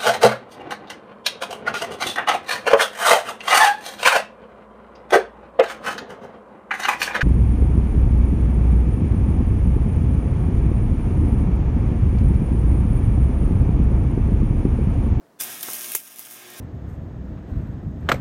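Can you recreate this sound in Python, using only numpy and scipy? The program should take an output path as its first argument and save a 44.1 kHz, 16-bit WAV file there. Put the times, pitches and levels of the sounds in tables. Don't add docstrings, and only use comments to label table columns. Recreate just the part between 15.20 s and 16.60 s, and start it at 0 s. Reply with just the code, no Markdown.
import sys
import numpy as np
from scipy import signal
from scipy.fft import rfft, irfft, next_fast_len
from scipy.io import wavfile
from scipy.ndimage import uniform_filter1d, map_coordinates

SR = 44100
rng = np.random.default_rng(int(sys.argv[2]) if len(sys.argv) > 2 else 0)


def generate_wav(signal):
    frames = np.transpose(np.atleast_2d(signal))
    scaled = np.clip(frames, -1, 1) * 32767
    pcm = np.round(scaled).astype(np.int16)
    wavfile.write(sys.argv[1], SR, pcm)


N = 61739
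TIME = np.arange(N) / SR


def amp(db):
    return 10 ** (np.asarray(db) / 20)


def unit(x):
    return x / np.sqrt(np.mean(x ** 2) + 1e-20)


def along(points, hz):
    freqs, values = np.transpose(points)
    return np.interp(np.log(hz + 1), np.log(freqs + 1), values)


def wobble(per_s):
    return map_coordinates(rng.standard_normal(int(N * per_s / SR) + 4), [TIME * per_s])


def coloured(x, spectrum):
    size = 2 * next_fast_len(N)
    magnitude = unit(amp(along(spectrum, np.fft.rfftfreq(size, 1 / SR))))
    cepstrum = irfft(np.log(magnitude))
    cepstrum[1:size // 2] *= 2
    cepstrum[size // 2 + 1:] = 0
    return irfft(rfft(x, size) * np.exp(rfft(cepstrum)))[:N]


def noise(spectrum):
    return unit(coloured(rng.standard_normal(N), spectrum))


# frequency in Hz, relative level in dB.
AIR_SPECTRUM = [(25, 4), (70, -9), (130, -3), (220, 0.5), (450, -3), (750, -5.5), (1200, -11),
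                (1700, -14.5), (2500, -23.5), (5000, -25.5), (8000, -29), (16000, -31)]
# frequency in Hz, relative level in dB.
DRONE_TONES = [(193.8, -70.5), (290.7, -68.5), (581.4, -93), (672.9, -73)]


def outdoors():
    drone = sum(amp(db) * np.sqrt(2) * np.sin(2 * np.pi * hz * TIME + 0.42 * wobble(per_s=8))
                for hz, db in DRONE_TONES)
    return amp(-56.5) * noise(AIR_SPECTRUM) + amp(1) * drone


# frequency in Hz, seconds to fade by 60 dB.
SHACK_DECAY = [(150, 0.046), (1000, 0.19), (6000, 0.13), (15000, 0.22)]


def shack(x, echo_s=0.001293, echo_above_hz=7200, room_db=-2, build_s=0.00079):
    hz, t, frames = signal.stft(rng.standard_normal(SR // 3), SR, nperseg=256)
    envelope = amp(-60 * t / along(SHACK_DECAY, hz)[:, None]) * (1 - np.exp(-t / build_s))
    tail = signal.istft(frames * envelope, SR, nperseg=256)[1]
    size = next_fast_len(N + SR // 2)
    freqs = np.fft.rfftfreq(size, 1 / SR)
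    echo_gain = 0.65 * (1 - np.exp(-(freqs / echo_above_hz) ** 2))
    echo = echo_gain * np.exp(-2j * np.pi * freqs * echo_s)
    room = amp(room_db) * rfft(tail / np.linalg.norm(tail), size)
    response = (1 - echo + room) / np.sqrt(1 + echo_gain ** 2 + amp(room_db) ** 2)
    return irfft(rfft(x, size) * response, size)[:N]


# frequency in Hz, level in dB, seconds to fade by 60 dB.
STEEL_MODES = [(1721, -49.5, 0.22), (3484, -36, 0.09), (8660, -43, 0.089)]


def electrode_strike(start_s=0.199):
    age = np.maximum(TIME - start_s, 0)
    return sum(amp(db - 60 * age / t60) * np.sin(2 * np.pi * hz * age) for hz, db, t60 in STEEL_MODES)


# start in seconds, level in dB, centre in Hz, width in octaves.
GAS_PUFFS = [(0.4284, -32.5, 3240, 0.67), (0.483, -32, 603, 1.0), (0.643, -39.5, 3750, 0.57),
             (0.749, -28.5, 273, 1.8), (0.991, -43.5, 554, 1.6), (1.068, -41.5, 1400, 1.1)]


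def sputters(rise_s=0.0027):
    puffs = np.zeros(N)
    for start, db, hz, octaves in GAS_PUFFS:
        age = np.maximum(TIME - start, 0) / rise_s
        band = [(hz * 2 ** (k * octaves), -4 * k * k) for k in np.linspace(-3, 3, 7)]
        puffs += amp(db) * age * np.exp(1 - age) * noise(band)
    return puffs


# start in seconds, relative level in dB.
DROPLET_BURSTS = [(0.2037, -9), (0.2108, -4), (.2200, -8), (0.2362, -6), (0.4093, -11), (0.4291, -3.5),
                  (0.4328, -6.5), (0.5125, -11), (.5339, -2), (0.7195, -4), (0.7375, -12.5), (.7500, 5.5),
                  (0.7524, 7), (0.96, -15), (0.986, -8), (0.9936, -4), (1.1103, -17), (1.1112, -16),
                  (1.3029, -19), (1.3364, -20.5), (1.369, -24)]
# frequency in Hz, relative level in dB.
CRACK_SPECTRUM = [(30, -7.5), (200, -7.5), (400, -11.5), (800, -28), (2200, -6.5), (4400, -9), (7000, -3),
                  (12000, 4.5), (16000, -1)]


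def cracks(spatter_db=-0.5, spatter_s=0.0018):
    bursts = np.zeros(N + SR)
    t = np.arange(SR // 40) / SR
    spike = t == 0
    for start, db in DROPLET_BURSTS:
        spatter = rng.standard_normal(len(t)) * np.exp(-t / spatter_s)
        spatter *= amp(spatter_db) / np.linalg.norm(spatter)
        bursts[round(start * SR):][:len(t)] += amp(db) * (spike + spatter)
    return coloured(bursts[:N], CRACK_SPECTRUM)


# time in seconds, then sizzle, roar and hum levels in dB.
ARC_LEVELS = [(0.189, -56, -55, -83), (0.205, -24.5, -42.5, -54), (.255, -36, -40, -50.5),
              (.34, -36, -41.5, -52.5), (.40, -40.5, -45.5, -58), (.45, -33, -41.5, -53.5),
              (.52, -34, -43.5, -55), (.60, -34, -45.5, -60.5), (.70, -34.5, -43.5, -55),
              (.765, -32.5, -49, -69), (.82, -41, -50.5, -56), (.88, -35.5, -47.5, -65),
              (.94, -42.5, -46.5, -54.5), (1.0, -37, -45, -58.5), (1.06, -40, -46.5, -63),
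              (1.13, -36.5, -48, -53.5), (1.2, -44.5, -43.5, -55), (1.32, -47.5, -46, -48.5),
              (1.38, -41.5, -44.5, -50)]
# frequency in Hz, relative level in dB.
SIZZLE_SPECTRUM = [(100, -22), (1000, -13), (3500, -6.5), (4450, -15.5), (5100, -3.5), (6600, -3),
                   (7600, -8), (8300, -1.5), (10300, -1), (12400, -2), (14300, -1.5), (16000, -8.5)]
ROAR_SPECTRUM = [(30, -38), (90, -19.5), (160, -2.5), (350, -3), (800, -3.5), (1450, -3), (1720, 2),
                 (1950, -3), (2500, 0.5), (3100, -3.5), (3550, 0.5), (4400, -8), (5100, -5), (7000, -6.5),
                 (16000, -34)]
# multiple of the pulse rate, relative level in dB.
HUM_HARMONICS = [(1, -8), (2, -1.5), (3, 0), (4, -14.5), (5, -8), (6, -3), (9, -9), (14, -5)]


def arc(pulse_hz=120, sparks_per_s=8000, sizzle_swing_db=4.5, roar_swing_db=1.5):
    times, *levels = np.transpose(ARC_LEVELS)
    lit = TIME > times[0]
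    sizzle_gain, roar_gain, hum_gain = [amp(np.interp(TIME, times, db)) * lit for db in levels]
    pulse = np.cos(2 * np.pi * pulse_hz * (TIME - 0.0022))
    sparks = (rng.random(N) < sparks_per_s / SR) * rng.choice([-1, 1], N)
    spark_db = 3.5 * np.clip(rng.standard_normal(N), -2, 2)
    flicker_db = 1.74 * wobble(per_s=90)
    sparks = sparks * amp(spark_db + sizzle_swing_db * pulse + flicker_db)
    sizzle = unit(coloured(sparks, SIZZLE_SPECTRUM))
    roar = unit(noise(ROAR_SPECTRUM) * amp(-roar_swing_db * pulse))
    hum = np.zeros(N)
    for multiple, db in HUM_HARMONICS:
        wavering = amp(db + 2.5 * wobble(per_s=14.24))
        hum += wavering * np.sin(2 * np.pi * (multiple * pulse_hz * TIME + rng.random()))
    frying = sizzle_gain * sizzle + roar_gain * roar
    return frying, hum_gain * unit(hum)


def scene():
    frying, hum = arc()
    return (shack(frying + cracks()) + sputters() + electrode_strike() + hum + outdoors())[None]


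def auto_gain(x, threshold_db=-24, window_s=0.005, attack_s=0.059, release_db_per_s=16):
    power = np.abs(uniform_filter1d(x ** 2, round(window_s * SR)))
    excess_db = np.maximum(10 * np.log10(power + 1e-12) - threshold_db, 0)
    release = release_db_per_s * TIME
    duck_db = np.maximum.accumulate(excess_db + release) - release
    pole = np.exp(-1 / (attack_s * SR))
    return amp(-signal.lfilter([1 - pole], [1, -pole], duck_db))


def record(dry):
    ceiling, low_hz, top_hz = 0.62, 82.5, 15850
    rounded = dry / (1 + (dry / ceiling) ** 4) ** (1 / 4)
    thinned = signal.sosfilt(signal.butter(2, low_hz, "highpass", fs=SR, output="sos"), rounded)
    ducked = thinned * auto_gain(thinned[0])
    size = next_fast_len(N + SR // 2)
    passband = np.fft.rfftfreq(size, 1 / SR) < top_hz
    return irfft(rfft(ducked, size) * passband, size)[..., :N]


dry = scene()
out = record(dry)
generate_wav(out)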